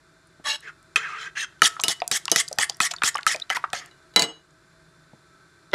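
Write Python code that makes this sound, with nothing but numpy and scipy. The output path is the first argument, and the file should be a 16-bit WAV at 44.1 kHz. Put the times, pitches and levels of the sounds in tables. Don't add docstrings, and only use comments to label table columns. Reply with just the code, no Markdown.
import sys
import numpy as np
from scipy import signal
from scipy.fft import rfft, irfft, next_fast_len
from scipy.io import wavfile

SR = 44100
rng = np.random.default_rng(int(sys.argv[2]) if len(sys.argv) > 2 else 0)


def nominal_scale(level):
    x = np.asarray(level, float) / 20
    return 10 ** x


def persist_wave(psi):
    counts = np.round(np.clip(psi, -1, 1) * 32767).astype(np.int16)
    wavfile.write(sys.argv[1], SR, np.atleast_2d(counts).T)


N = 253134
BEATING = round(4.1 * SR)

# [f/Hz, level/dB per Hz]
AIR_SPECTRUM = [(15, -38), (25, -18), (53, -5.5), (127, -8.5), (161, -4), (217, -18), (354, -2),
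                (439, -19.5), (624, -15.5), (677, -20), (1480, -8), (2840, -27.5), (4250, -20.5),
                (10400, -31), (16000, -60)]
# [t/s, level/dB]
AIR_LEVEL = [(0, -61), (1.5, -59), (4.101, -59), (4.42, -62), (4.701, -60), (5.74, -59.5)]
# [f/Hz, width/Hz, level/dB]
CASING = [(142, 28, 1.5), (378, 41, -6.5), (586, 13, -9), (1320, 2.6, 8.5), (1542, 21, 2.5),
          (2060, 100, -17), (2350, 64, -13), (3560, 140, -12.5), (4030, 89, -13), (7140, 200, -17.5),
          (8600, 62, -25.5), (10000, 54, -28)]
# [f/Hz, width/Hz, level/dB]
MOTOR = [(158, 3.8, -69.5), (646, 6.6, -71.5)]
KITCHEN_T60_S, KITCHEN_DB, WALL_CUT_HZ = 0.33, -28.5, 8200

# [t/s, level/dB]
SET_DOWN = [
    (5.722, -51.5),
    (5.727, -45.5),
    (5.7325, -19.5),
    (5.7345, -24.5),
    (5.7375, -13.5),
    (5.7393, -22),
]
# [f/Hz, level/dB, t60/s]
PAN_BASE = [(149.3, -20.5, 0.0225), (345, -5, 0.11), (551, -2.5, 0.099), (936, -6.5, 0.05),
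            (1390, -4, 0.041), (2040, -2, 0.053), (2790, -12.5, 0.091), (3300, -4, 0.014),
            (4000, -11.5, 0.031), (5200, -6, 0.0047)]
BASE_SOFT_HZ = 5050
# [t/s, peak level/dB]
BUMPS = [
    (0.398, -40),
    (5.133, -40),
]

# [t/s, peak level/dB, worktop thud level/dB, crack level/dB, bowl level/dB]
DROP = [
    (3.912, -38.5, -60.5, -57, -39),
    (4.1385, -44.5, -54.5, -50, -38.5),
    (4.1612, 1.5, -16.5, -8, 7),
    (4.171, -17, -18.5, -44, -16),
    (4.1943, -3.5, -26, -12, -2),
    (4.2131, -24, -32, -27.5, -22.5),
    (4.2211, -13, -22, -12, -14),
    (4.2276, -9, -42, -25.5, -20),
    (4.2394, -31, -52, -31, -17),
]
# [f/Hz, level/dB, t60/s]
SPOON = [(690, -19, .25), (1000, -16, .17), (1408, -18, .14), (2046, -11, .17), (2390, -23, .15),
         (2915, -8, .28), (3682, -24, .1), (3962, 0, .12), (3945, -25, .55), (4350, -6, .03),
         (4630, -4, .025), (5157, -29, .28), (6520, -25, .33), (6800, -6, .025), (7200, -8, .02),
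         (8030, -18, .17), (9760, -27, .14), (10600, -14, .025), (11400, -33, .13), (12400, -17, .025),
         (13300, -35, .1), (15600, -20, .03)]
# [low f/Hz, high f/Hz]
SPOON_BOWL_HZ = (3800, 4100)
# [f/Hz, level/dB per Hz]
WORKTOP = [(35, -46), (60, -26), (180, -6), (676, -2.5), (1580, -10.5), (2090, -10.5), (2550, -29),
           (3000, -1.5), (3900, -28), (6600, -120)]
# [f/Hz, level/dB, t60/s]
WORKTOP_MODES = [(169, -10, 0.085), (313.7, -16.5, 0.37), (453, -9.5, 0.24), (849.6, -10.5, 0.156),
                 (1290, -12.5, .2), (1750, -3.5, .03), (2260, -3.5, 0.0364)]
BRIGHT_HZ, BRIGHT_DB = 4200, 12
SPOON_RESTS_S, REST_T60_S, ROCK_HZ, ROCK_DB = 4.41, .12, 14, 3

FROTH_START_S, FROTH_RISE_S, FROTH_END_S, FROTH_DB, FROTH_SETTLE_DB = 1.9, .2, 1.9, -49.5, 15
# [peak t/s, level/dB, f/Hz, half length/s, climb per ms]
BUBBLE = (3.4225, -21, 3800, 0.0028, 0.02)
# [peak t/s, peak level/dB, centre f/Hz]
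SPLATS = [
    (2.6975, -20, 3960),
    (2.9135, -16.5, 3500),
    (2.3, -28, 3200),
    (7.4, -26, 5200),
]
SPLAT_RISE_S, SPLAT_FALL_S = 0.0023, 0.0044
# [t/s, peak level/dB, f/Hz]
DROPLETS = [(0.2713, -40, 9100), (1.8093, -13, 6430), (1.8146, -9, 7470), (2.002, -23, 1900),
            (2.0022, -17, 4830), (2.4794, -11.5, 4810), (2.72, -24, 3400), (2.745, -24, 5620),
            (2.9125, -20, 2360), (2.937, -14.5, 7100), (2.9634, -14.5, 4520), (2.9837, -19.5, 3560),
            (3.0185, -13, 2350), (3.1445, -13, 5200), (3.1704, -11, 3020), (3.182, -13, 2180),
            (3.345, -7, 2480), (3.4135, -28, 4500), (3.6276, -37, 3750), (4.5068, -44, 6860),
            (5.715, -31, 3680)]
# [t/s, peak level/dB, f/Hz]
FILMS = [(0.606, -33.5, 8100), (0.646, -46, 3070), (0.828, -41, 7200), (1.799, -9.5, 3180),
         (2.041, -39, 3730), (2.0777, -9, 6800), (2.2544, -12, 5300), (2.2802, -8.5, 2670),
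         (2.4846, -17, 6540), (2.5146, -32, 4970), (2.5285, -12, 6200), (2.6974, -5, 4850),
         (2.769, -30, 8600), (3.1568, -15.5, 6300), (3.2095, -29, 4130), (3.231, -19, 2620),
         (3.3611, -14, 4500), (3.4, -24, 5440), (3.399, -23, 3500), (3.632, -45, 7800), (2.559, -40, 10500),
         (3.181, -25, 7000), (3.496, -22, 3150), (3.702, -32, 3860), (3.86, -31, 8100), (1.595, -40, 2970)]
DROPLET_SPRAY_DB, FILM_SPRAY_DB, FILM_TONE_DB = -28.5, -6, -9
# [t/s, peak level/dB, f/Hz, slap level/dB, climb as share of pitch]
PLOPS = [(1.765, -26, 1320, -38, 0.046), (1.794, -23.5, 900, -21, 0.61), (2.018, -17.5, 707, -5.5, 0.087),
         (2.255, -33.5, 1290, -47.5, 0.16), (2.28, -23, 1050, -3, 0.081), (2.512, -26, 600, -34, 0.063),
         (2.575, -34.5, 800, -62, 0.086), (2.587, -18, 818, -40, 0.048), (2.695, -29, 755, -23, 0.14),
         (2.911, -33.5, 683, -30, 0.098), (2.936, -23.5, 1320, -18, 0.11), (3.019, -12, 1380, -8, 0.045),
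         (3.152, -15, 1068, -11, 0.23), (3.187, -18, 1390, -21, 0.094), (3.345, -23.5, 620, -26, 0.031),
         (3.501, -21, 733, -5, 0.1), (3.568, -19.5, 943, -7, 0.16), (3.436, -43, 1480, -60, 0.091),
         (3.639, -13, 1157, -48, 0.2), (3.732, -23.5, 721, -4, 0.052)]
# [f/Hz, level/dB, t60/s]
WET_PAN = [(771, -6.5, 0.062), (1290, 0, 0.047), (1900, -12, 0.11)]
PLOP_CYCLES, PLOP_PAN_DB = 27.5, -19.5

# [t/s, loudest ring f/Hz, pan modes level/dB, bright crack level/dB, weight level/dB]
KNOCKS = [(0.958, 2540, -9.5, -19.5, -15), (1.618, 2960, -2.5, -13.5, 2.5), (1.836, 2860, -45, -11.5, -4.5),
          (1.881, 3840, -45.5, -12.5, -6), (2.113, 5500, -16, -15, -0.5), (2.315, 6370, -49, -9, 11.5),
          (2.359, 7000, -15.5, -12.5, 6), (2.585, 3360, -13, -15, -5.5), (2.802, 3540, -10.5, -17.5, -8),
          (3.034, 3700, -8.5, -19, -22.5), (3.265, 3190, -9.5, -17.5, -25), (3.5, 2990, -18, -25, -28),
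          (3.566, 2850, -22.5, -30, -40), (3.73, 3490, -20, -25.5, -18)]
THUMPS_DB = [-43, -31, -34, -35.5, -31.5, -34, -30, -31, -28, -30, -37, -38.5, -47, -33.5]
THUDS_DB = [-34, -17, -25, -28.5, -33, -19.5, -32, -40.5, -35.5, -40.5, -37, -43, -45, -44]
FLOOR_SPOT_HZ = [1800, 1800, 1800, 1750, 1930, 1800, 2000, 1870, 1950, 1750, 1800, 1800, 1800, 1800]
KNOCK_RING_DB = [8, 2, -6, -2, -9.5, -5.5, -3, -4, 1.5, 0.5, -7, 2, -6, -2.5]
WALL_TONE_DB = [1, 2.5, 7, -0.5, -5, -4.5, -16.5, 1.5, -6, 3, 0, 0, 0, -2]
# [f/Hz, width/Hz, level/dB]
PAN = [(1306, 99, 6), (1800, 170, 4), (2530, 31, 0), (3200, 84, -18.5), (3840, 48, -16), (4360, 210, -10.5),
       (6210, 450, -5), (7540, 85, -15), (8460, 81, -22.5), (8630, 69, -30.5), (9380, 97, -15.5),
       (10600, 110, -17.5)]
# [f/Hz, level/dB, t60/s]
PAN_HUM = [(1300, -21.5, 0.53), (673, -19.5, 0.15), (1820, -23.5, 0.039), (337, -22.5, 0.093),
           (174, -21, 0.11), (452, -15, 0.053)]
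# [f/Hz, level/dB, t60/s]
SPOON_RING = [(2960, -19, 0.25), (4000, -23, 0.13), (5100, -14.5, 0.11), (6600, -21.5, 0.11),
              (7740, -26, 0.051), (9900, -21, 0.073)]
THUMP_T60_S, THUD_T60_S = 0.016, 0.099
GLANCING_DB = -28
WALL_COATED_S, WALL_COATED_DB, COATED_RING_SHARE = 2.0, -8, .4

# [start t/s, contact t/s, level/dB, body level/dB, squeak f/Hz]
STROKES = [(1.63, 0.047, -16.5, -8, 1826), (1.848, 0.063, -37.5, -10.5, 1440), (1.889, 0.04, -24, -8, 1988),
           (2.121, 0.053, -21.5, -9, 1750), (2.323, 0.04, -37, -4, 1400), (2.367, 0.045, -20, -7, 2080),
           (2.596, 0.049, -24, -0.5, 1856), (2.811, 0.06, -23.5, -3.5, 1900),
           (3.042, 0.05, -20.5, -6, 1800), (3.273, 0.069, -27, -2.5, 1900), (3.507, 0.03, -38, 9.5, 1676),
           (3.547, 0.021, -32.5, 5.5, 1490)]
BITE_DB = [0.5, 4, 0.5, -0.5, 2.5, -6.5, -2.5, 0, -4, 9.5, 8, 3]
# [from f/Hz, to f/Hz]
WHISTLE_HZ = [(4000, 7500), (6000, 6000), (9000, 7000), (5500, 7200), (5000, 5000), (5500, 8000),
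              (6500, 9200), (8000, 5300), (5000, 7200), (6200, 5000), (5000, 5000), (5000, 5000)]
WHISTLE_DB = [-10.5, -14, -17, -6, -11.5, 0, -0.5, -2, -3, -6.5, -7, -5]
# [t/s, pressure level/dB, speed as brightness level/dB, squeak f/Hz]
DRAGS = [
    [(0.44, -49, 1, 1753), (0.462, -27, -0.5, 1740), (0.495, -32.5, 10.5, 1738), (0.56, -42.5, 12, 1718)],
    [(0.625, -52, -1, 1800), (0.665, -46, -12, 1750), (0.68, -37.5, -10, 1460), (0.705, -49.5, -10, 1440)],
    [(0.962, -24.5, 3, 1352), (0.992, -36, -3, 1300), (1.05, -34, -12.5, 1900), (1.09, -37, -9.5, 1250),
     (1.17, -35, -14.5, 1220), (1.2, -40, -1, 1500), (1.25, -36.5, -4, 1600), (1.275, -37.5, -9, 1590),
     (1.3, -55.5, -2, 1590)],
    [(1.352, -39.5, -12.5, 1695), (1.375, -28, -5.5, 1700), (1.41, -33, 7, 1900),
     (1.447, -33.5, -1.5, 1460)],
    [(3.74, -30.5, -3.5, 1555), (3.8, -43, 6, 1800), (3.812, -39.5, -8.5, 1900), (3.89, -52.5, -11.5, 1773),
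     (3.895, -60, -6, 1900)],
]
DRAG_WET_DB = [8, 3.5, 1.5, -10, 4.5]
# [f/Hz, level/dB per Hz]
SCRAPE = [(120, -51), (200, -39), (754, -32), (1340, 11), (1490, -56), (1970, 15.5), (2370, -2),
          (3240, 7.5), (4110, 0.5), (7020, 2.5), (12900, -13.5), (15500, -29.5), (16400, -47)]
REGISTERS_HZ = [900, 2800, 6800]
# [f/Hz, width/Hz, level/dB]
SPOON_DRAG = [(450, 40, -10), (720, 60, -10), (1160, 45, -4), (1730, 85, 0), (2770, 130, -7),
              (3190, 66, -9), (3320, 40, -11), (3880, 170, -9), (4670, 140, -14), (5370, 80, -4),
              (6270, 100, -11), (6570, 45, -10), (8040, 90, -20), (9760, 180, -21)]
# [f/Hz, width/Hz, level/dB]
FIRST_SWISH = [(600, 19, -11.5), (874, 11, -6.5), (1140, 48, 2.5), (1740, 72, -8.5), (2220, 66, -2),
               (2820, 59, -5.5), (3305, 19, -1.5), (3930, 200, -8.5), (5350, 54, -4), (6640, 28, -9.5),
               (7780, 36, -8), (9660, 430, -21.5), (11600, 79, -26), (13400, 54, -34)]
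# [f/Hz, width/Hz, level/dB]
LONG_DRAG = [(441, 20, -6), (800, 41, -17.5), (1250, 100, -1.5), (1610, 90, 2.5), (2000, 190, -2.5),
             (2170, 59, -5), (2500, 120, -1), (3150, 130, -12.5), (4000, 150, -20.5), (4500, 47, -28),
             (5350, 42, -17), (6000, 160, -20.5), (7060, 170, -19), (8550, 120, -25)]
# [f/Hz, width/Hz, level/dB]
LAST_SWISH = [(1700, 43, -2), (1900, 46, -2), (2400, 47, -10), (2676, 55, -2), (3190, 95, -1.5),
              (3750, 83, -7), (4130, 49, -8), (5100, 62, -6.5), (6200, 220, -7), (6500, 57, -13.5),
              (7000, 25, -14.5), (8550, 110, -19), (9000, 58, -21.5), (13300, 66, -31)]
SLOSH_DB, SLOSH_FADE_DB, SLOSH_FOLLOWS = -37, 14.5, 0.34
BODY_SWELL_DB, LEVEL_SWELL_DB, HISS_DB, HISS_SWELL_DB, FASTEST = 7.5, -1, -7, 7, 0.78
LIFT_DB, SQUEAK_CLIMB = -4.5, .1
SLACK_DB, SLACK_AT = -3, .4
DRAG_SLOSH_DB, DRAG_SLOSH_FOLLOWS, DRAG_SLOSH_SPEED = -52.5, 0.67, .35
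DRAG_HISS_DB, DRAG_HISS_FOLLOWS = -12, 1
SLOW_SING_DB, FAST_SING_DB = 4.5, -8
SLOW_SQUEAK_DB, FAST_SQUEAK_DB = -2, -7.5

CLICK = np.eye(1, SR // 2)[0]


def rms_one(x):
    return x / np.sqrt(np.mean(x ** 2) + 1e-20)


def at_hz(points, hz):
    return np.interp(np.log(hz), np.log(np.array(points)[:, 0]), np.array(points)[:, 1])


def drift(rate, count):
    r = np.exp(-32 * np.pi * rate / SR)
    white = rng.standard_normal((count, BEATING // 16 + 500))
    slow = signal.lfilter([1], [1, -2 * r, r * r], white)[:, 499:]
    return [np.interp(np.arange(BEATING) / 16, np.arange(len(row)), rms_one(row)) for row in slow]


def ring(clicks, hz, t60):
    r = nominal_scale(-60 / (t60 * SR))
    w = 2 * np.pi * hz / SR
    return signal.lfilter([0, np.sin(w)], [1, -2 * r * np.cos(w), r * r], clicks + 1e-18)


def resonance(x, hz, width_hz):
    r = np.exp(-np.pi * width_hz / SR)
    feedback = [1, -2 * r * np.cos(2 * np.pi * hz / SR), r * r]
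    return signal.lfilter(np.array([1, 0, -1]) * (1 - r * r) / 2, feedback, x)


def band(x, low_hz, high_hz):
    return signal.sosfilt(signal.butter(2, [low_hz, min(high_hz, SR / 2.2)], "band", fs=SR, output="sos"), x)


def coloured(white, spectrum):
    hz = np.maximum(np.arange(len(white) // 2 + 1) * SR / len(white), 1)
    return rms_one(irfft(rfft(white) * nominal_scale(at_hz(spectrum, hz)), len(white)))


def add(out, s, sound):
    i = round(s * SR)
    out[i:i + len(sound)] += sound[:N - i]


def burst(noise, t60, low_hz, high_hz):
    x = band(noise * nominal_scale(-60 * np.arange(len(noise)) / SR / t60), low_hz, high_hz)
    return x / np.max(np.abs(x))


def background():
    white = rng.standard_normal((2, N))
    hum = rms_one(sum(nominal_scale(db) * resonance(white[1], hz, width_hz) for hz, width_hz, db in CASING))
    level_db = np.interp(np.arange(N) / SR, *np.transpose(AIR_LEVEL))
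    tones = 0
    for hz, width_hz, db in MOTOR:
        tones = tones + nominal_scale(db) * rms_one(resonance(resonance(white[1], hz, width_hz), hz, 30))
    air = nominal_scale(level_db) * (coloured(white[0], AIR_SPECTRUM) + nominal_scale(-2.0) * hum) + tones
    return signal.sosfilt(signal.butter(6, 13000, fs=SR, output="sos"), air)


def kitchen(x):
    size = next_fast_len(N + SR)
    w = 2 * np.pi * np.arange(size // 2 + 1) / size
    dull = 1 / (1 + 1j * w * SR / (2 * np.pi * WALL_CUT_HZ))
    echoes = 0
    for k, lag in enumerate(rng.uniform(0.003, .035, size=14)):
        loop = nominal_scale(-60 * lag / KITCHEN_T60_S) * dull * np.exp(-1j * w * round(lag * SR))
        echoes = echoes + (-1) ** k * loop / (1 - loop)
    return irfft(rfft(x, size) * echoes, size)[:N]


def bumps():
    out = np.zeros(N)
    for s, peak_db in BUMPS:
        add(out, s, nominal_scale(peak_db) * burst(rng.standard_normal(5000), 0.044, 61, 600))
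    return out


def set_down():
    out = np.zeros(N)
    touch = signal.sosfilt(signal.butter(2, BASE_SOFT_HZ, fs=SR, output="sos"), CLICK)
    for s, blow_db in SET_DOWN:
        for k, (hz, db, t60) in enumerate(PAN_BASE):
            add(out, s, nominal_scale(blow_db + db) * (-1) ** k * ring(touch, hz, t60))
    add(out, SET_DOWN[-1][0], nominal_scale(-26.5) * burst(rng.standard_normal(400), 0.0095, 5000, 15000))
    return out


def spoon_drop():
    out = np.zeros(N)
    dying = nominal_scale(-60 * np.arange(len(CLICK)) / SR / 0.26)
    for s, peak_db, thud_db, crack_db, bowl_db in DROP:
        luck = rng.normal(0, 1.2, len(SPOON))
        for k, (hz, db, t60) in enumerate(SPOON):
            twin_hz = (.996 - .0015 * luck[k - 1]) * hz
            pair = ring(CLICK, hz, t60) + .55 * ring(CLICK, twin_hz, .8 * t60)
            blow_db = bowl_db if SPOON_BOWL_HZ[0] < hz < SPOON_BOWL_HZ[1] else peak_db
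            if hz >= BRIGHT_HZ:
                blow_db = crack_db + BRIGHT_DB
            add(out, s, nominal_scale(blow_db - 15.5 + db + luck[k]) * (-1) ** k * pair)
        add(out, s, nominal_scale(thud_db - 8.5) * dying * coloured(rng.standard_normal(len(CLICK)), WORKTOP))
        for k, (hz, db, t60) in enumerate(WORKTOP_MODES):
            add(out, s, nominal_scale(thud_db - 0.5 + db + luck[k]) * (-1) ** k * ring(CLICK, hz, t60))
        add(out, s, nominal_scale(crack_db + 3.5) * burst(rng.standard_normal(2000), 0.011, 2900, 8200))
        add(out, s, nominal_scale(crack_db - 7.0) * burst(rng.standard_normal(12000), 0.11, 2200, 7000))
    t = np.arange(N) / SR
    rocking_db = ROCK_DB * np.sin(2 * np.pi * ROCK_HZ * t) * (t > DROP[-1][0])
    return out * nominal_scale(rocking_db - 60 * np.maximum(t - SPOON_RESTS_S, 0) / REST_T60_S)


def froth():
    sizes = nominal_scale(3.0 * np.minimum(rng.exponential(1, N), 4)) * rng.choice([-1, 1], N)
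    clicks = sizes * (rng.random(N) < 5000 / SR)
    dealt = rng.integers(0, 6, N)
    pitches = np.geomspace(2500, 10000, 6)
    fizz = sum(resonance(clicks * (dealt == k), hz, .25 * hz) for k, hz in enumerate(pitches))
    s = [FROTH_START_S, FROTH_START_S + FROTH_RISE_S, FROTH_END_S]
    level_db = [FROTH_DB - FROTH_SETTLE_DB, FROTH_DB, FROTH_DB - FROTH_SETTLE_DB]
    return nominal_scale(np.interp(np.arange(N) / SR, s, level_db, left=-120, right=-120)) * rms_one(fizz)


def bubble():
    out, t = np.zeros(N), np.arange(-500, 2500) / SR
    s, peak_db, hz, half_s, climb = BUBBLE
    phase = 2 * np.pi * np.cumsum(hz * (1 + climb * 1000 * np.clip(t, -half_s, half_s))) / SR
    shape = np.exp(-(t / half_s) ** 2) + nominal_scale(-22 - 60 * t / .09) * (t > 0)
    add(out, s + t[0], nominal_scale(peak_db) * shape * np.sin(phase))
    return out


def splats():
    out, t = np.zeros(N), np.arange(-400, 1200) / SR
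    shape = np.exp(np.where(t < 0, t / SPLAT_RISE_S, -t / SPLAT_FALL_S))
    for s, peak_db, hz in SPLATS:
        wet = band(rng.standard_normal(len(t)), 0.72 * hz, 1.9 * hz) * shape
        add(out, s + t[0], nominal_scale(peak_db) * wet / np.max(np.abs(wet)))
    return out


def spatter():
    out, t = np.zeros(N), np.arange(2000) / SR
    snaps = [(*row, 0, DROPLET_SPRAY_DB) for row in DROPLETS]
    snaps += [(*row, FILM_TONE_DB, FILM_SPRAY_DB) for row in FILMS]
    for s, peak_db, hz, tone_db, spray_db in snaps:
        noise = rng.standard_normal(len(t))
        tone = np.sin(2 * np.pi * hz * t * (.97 + 5 * np.minimum(t, .008)))
        blip = tone * nominal_scale(tone_db - 60 * t / .016) * (1 - np.exp(-t / .0015))
        add(out, s, nominal_scale(peak_db - 6) * (blip + .4 * burst(noise, .009, .8 * hz, 1.3 * hz)))
        add(out, s, nominal_scale(peak_db + spray_db) * burst(noise, .007, .8 * hz, 1.4 * hz + 1500))
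    return out


def plops():
    out, t = np.zeros(N), np.arange(5000) / SR
    for s, peak_db, hz, slap_db, climb in PLOPS:
        t60 = PLOP_CYCLES / hz
        s += .001
        noise = rng.standard_normal(len(t))
        tone = np.sin(2 * np.pi * hz * t * (1.0 + climb * np.minimum(t / t60, 1)))
        tone *= nominal_scale(-60 * t / t60) * (1 - np.exp(-t / 0.0011))
        add(out, s, nominal_scale(peak_db + 3.5) * tone)
        add(out, s, nominal_scale(peak_db - 3.5) * burst(noise, 1.9 * t60, 0.76 * hz, 1.39 * hz))
        for pan_hz, db, ring_s in WET_PAN:
            add(out, s, nominal_scale(peak_db + PLOP_PAN_DB + db) * ring(CLICK[:len(t)], pan_hz, ring_s))
        add(out, s, nominal_scale(slap_db - 10.5) * burst(noise, 0.0056, 2100, 3400))
    return out


def wall_hum(s, weight_db, tone_db, luck):
    coated = s > WALL_COATED_S
    hum = 0
    for k, (hz, db, t60) in enumerate(PAN_HUM):
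        level_db = weight_db - 13.0 + WALL_COATED_DB * coated + db + luck[k]
        if k == 0:
            level_db += tone_db
            t60 *= COATED_RING_SHARE if coated else 1
        hum = hum + nominal_scale(level_db) * ring(CLICK, hz, t60)
    return band(hum, 140, 4000)


def knocks():
    out = np.zeros(N)
    per_knock = zip(KNOCKS, THUMPS_DB, THUDS_DB, FLOOR_SPOT_HZ, KNOCK_RING_DB, WALL_TONE_DB)
    for row, thump_db, thud_db, spot_hz, ring_db, tone_db in per_knock:
        s, hz, pan_db, crack_db, weight_db = row
        s += .001
        luck, noise = rng.normal(0, 1, 24), rng.standard_normal(4000)
        contact = CLICK[:4000] + 0.2 * noise * nominal_scale(-60 * np.arange(4000) / SR / 0.019)
        body = nominal_scale(crack_db + ring_db) * ring(contact, hz, 0.024)
        for k, (mode_hz, width_hz, db) in enumerate(PAN):
            blow_db = pan_db - 8.5 if mode_hz < 2800 else crack_db + 3.0
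            mode_hz = spot_hz if k == 1 else mode_hz
            mode = ring(contact, mode_hz * (1 + 0.008 * luck[k + 12]), 2.6 / max(width_hz, 110))
            body += nominal_scale(blow_db + db + 2 * luck[k]) * (-1) ** k * mode
        add(out, s, band(body, 900, 13000))
        add(out, s, nominal_scale(crack_db + 8) * burst(noise, .0025, 2000, 12500))
        add(out, s, nominal_scale(crack_db - 3.0) * burst(noise, 0.054, 3000, 11000))
        add(out, s, nominal_scale(thump_db) * burst(noise[::-1], THUMP_T60_S, 50, 300))
        add(out, s + 0.0024, nominal_scale(thud_db) * burst(np.roll(noise, 2000), THUD_T60_S, 250, 1400))
        if pan_db < GLANCING_DB:
            for k, (mode_hz, db, t60) in enumerate(SPOON_RING):
                add(out, s, nominal_scale(crack_db + db + 1.5 * luck[k]) * ring(CLICK, mode_hz, t60))
        add(out, s, wall_hum(s, weight_db, tone_db, luck[6:]))
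    return out


def stroke_shape(start_s, contact_s, level_db, body_db, squeak_hz, bite_db):
    part = np.array([0, np.clip(SLACK_AT, .1, .5), np.clip(FASTEST, .55, .95), 1])
    speed = np.minimum(part / part[2], 1)
    scrape_db = level_db + LEVEL_SWELL_DB * speed + np.array([bite_db, SLACK_DB, 0, LIFT_DB])
    slosh_db = SLOSH_DB + SLOSH_FOLLOWS * (level_db + 26.5) - SLOSH_FADE_DB * speed
    low_db = scrape_db + body_db + BODY_SWELL_DB * (speed - .5)
    hiss_db = scrape_db + HISS_DB + HISS_SWELL_DB * speed
    levels_db = [slosh_db, low_db, scrape_db, hiss_db]
    return start_s + contact_s * part, levels_db, squeak_hz * (1 - SQUEAK_CLIMB * (1 - speed))


def drag_shape(rows, wet_db):
    s, pressure_db, speed_db, squeak_hz = np.transpose(rows)
    slosh_db = DRAG_SLOSH_DB + wet_db + DRAG_SLOSH_FOLLOWS * (pressure_db + 34.0) + DRAG_SLOSH_SPEED * speed_db
    hiss_db = pressure_db + DRAG_HISS_DB + DRAG_HISS_FOLLOWS * speed_db
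    return s, [slosh_db, pressure_db, pressure_db + speed_db, hiss_db], squeak_hz


def singing(modes, grit, swell, crowd):
    sung = 1e-3 * crowd
    for k, (hz, width_hz, db) in enumerate(modes):
        mode = resonance(resonance(grit[k % 2], hz, width_hz), hz, 10.0 * width_hz)
        sung[np.searchsorted(REGISTERS_HZ, hz)] += nominal_scale(db + 2.6 * swell[2 * k]) * mode
    return sung / sung.std(axis=1, keepdims=True)


def glide(grit, s, span, hz, width_hz):
    turn = np.exp(2j * np.pi * np.cumsum(np.interp(span / SR, s, hz)) / SR)
    chatter = signal.lfilter([1], [1, -np.exp(-np.pi * width_hz / SR)], grit[0] + 1j * grit[1])
    return rms_one((turn * chatter).real)


def pan_crowd(grit, swell):
    crowd = np.zeros((4, BEATING)) + 1e-9 * grit[0]
    for k, hz in enumerate(np.geomspace(220, 15500, 40)):
        mode = resonance(resonance(grit[k % 2], hz, 0.11 * hz), hz, 0.3 * hz)
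        crowd[np.searchsorted(REGISTERS_HZ, hz)] += nominal_scale(at_hz(SCRAPE, hz) + 3.2 * swell[k]) * mode
    return crowd


def scrapes():
    grit = rng.standard_normal((2, BEATING)) * nominal_scale(1.7 * np.array(drift(130, count=2)))
    swell = np.array(drift(24, count=40))
    crowd = pan_crowd(grit, swell)
    drag_voices = [FIRST_SWISH, LONG_DRAG, LONG_DRAG, LAST_SWISH, SPOON_DRAG]
    moves = []
    for k, (modes, rows, wet_db) in enumerate(zip(drag_voices, DRAGS, DRAG_WET_DB)):
        moves.append((modes, k == 4, None, drag_shape(rows, wet_db)))
    for row, bite_db, whistle_hz, whistle_db in zip(STROKES, BITE_DB, WHISTLE_HZ, WHISTLE_DB):
        moves.append((SPOON_DRAG, True, (whistle_hz, whistle_db), stroke_shape(*row, bite_db)))
    out = np.zeros(N)
    for modes, fast, whistle, (s, levels_db, squeak_hz) in moves:
        span = np.arange(round(s[0] * SR), round((s[-1] + 0.2) * SR))
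        t = span / SR
        after = np.maximum(t - s[-1], 0)
        lift = nominal_scale(-60 * after / .03) + nominal_scale(-22.5 - 60 * after / 0.4)
        edge = np.minimum(1, (span - span[0]) / (0.0017 * SR)) * lift
        sing_db = FAST_SING_DB if fast else SLOW_SING_DB
        squeak_db = FAST_SQUEAK_DB if fast else SLOW_SQUEAK_DB
        sung = singing(modes, grit[:, span], swell[:, span], crowd[:, span])
        squeak = band(glide(grit[:, span], s, span, squeak_hz, 70), 1000, 2700)
        out[span] += edge * nominal_scale(np.interp(t, s, levels_db[1]) + squeak_db) * squeak
        if whistle:
            whistle_hz, whistle_db = whistle
            gap = band(glide(grit[:, span], s[[0, -1]], span, whistle_hz, 800), 3000, 11000)
            out[span] += edge * nominal_scale(np.interp(t, s, levels_db[2]) + whistle_db) * gap
        for k, level_db in enumerate(levels_db):
            mix = crowd[k][span] / crowd[k].std() + nominal_scale(sing_db) * sung[k]
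            mix = mix / np.hypot(1, nominal_scale(sing_db))
            out[span] += edge * nominal_scale(np.interp(t, s, level_db) - 2.5) * mix
    return out


def scene():
    air = background()
    near = bumps() + set_down() + spoon_drop() + froth() + spatter() + plops() + knocks() + scrapes()
    room = nominal_scale(KITCHEN_DB) * kitchen(near)
    return (band(near + splats() + bubble() + room, 79, 12000) + air)[None]


def band_limit(x):
    return signal.sosfilt(signal.butter(12, 16550, fs=SR, output="sos"), x)


def record(dry):
    rounded = 1.512 * np.tanh(dry / 1.504)
    mix = signal.sosfilt(signal.cheby2(10, 40, 16600, fs=SR, output="sos"), rounded)
    return band_limit(mix)


dry = scene()
out = record(dry)
persist_wave(out)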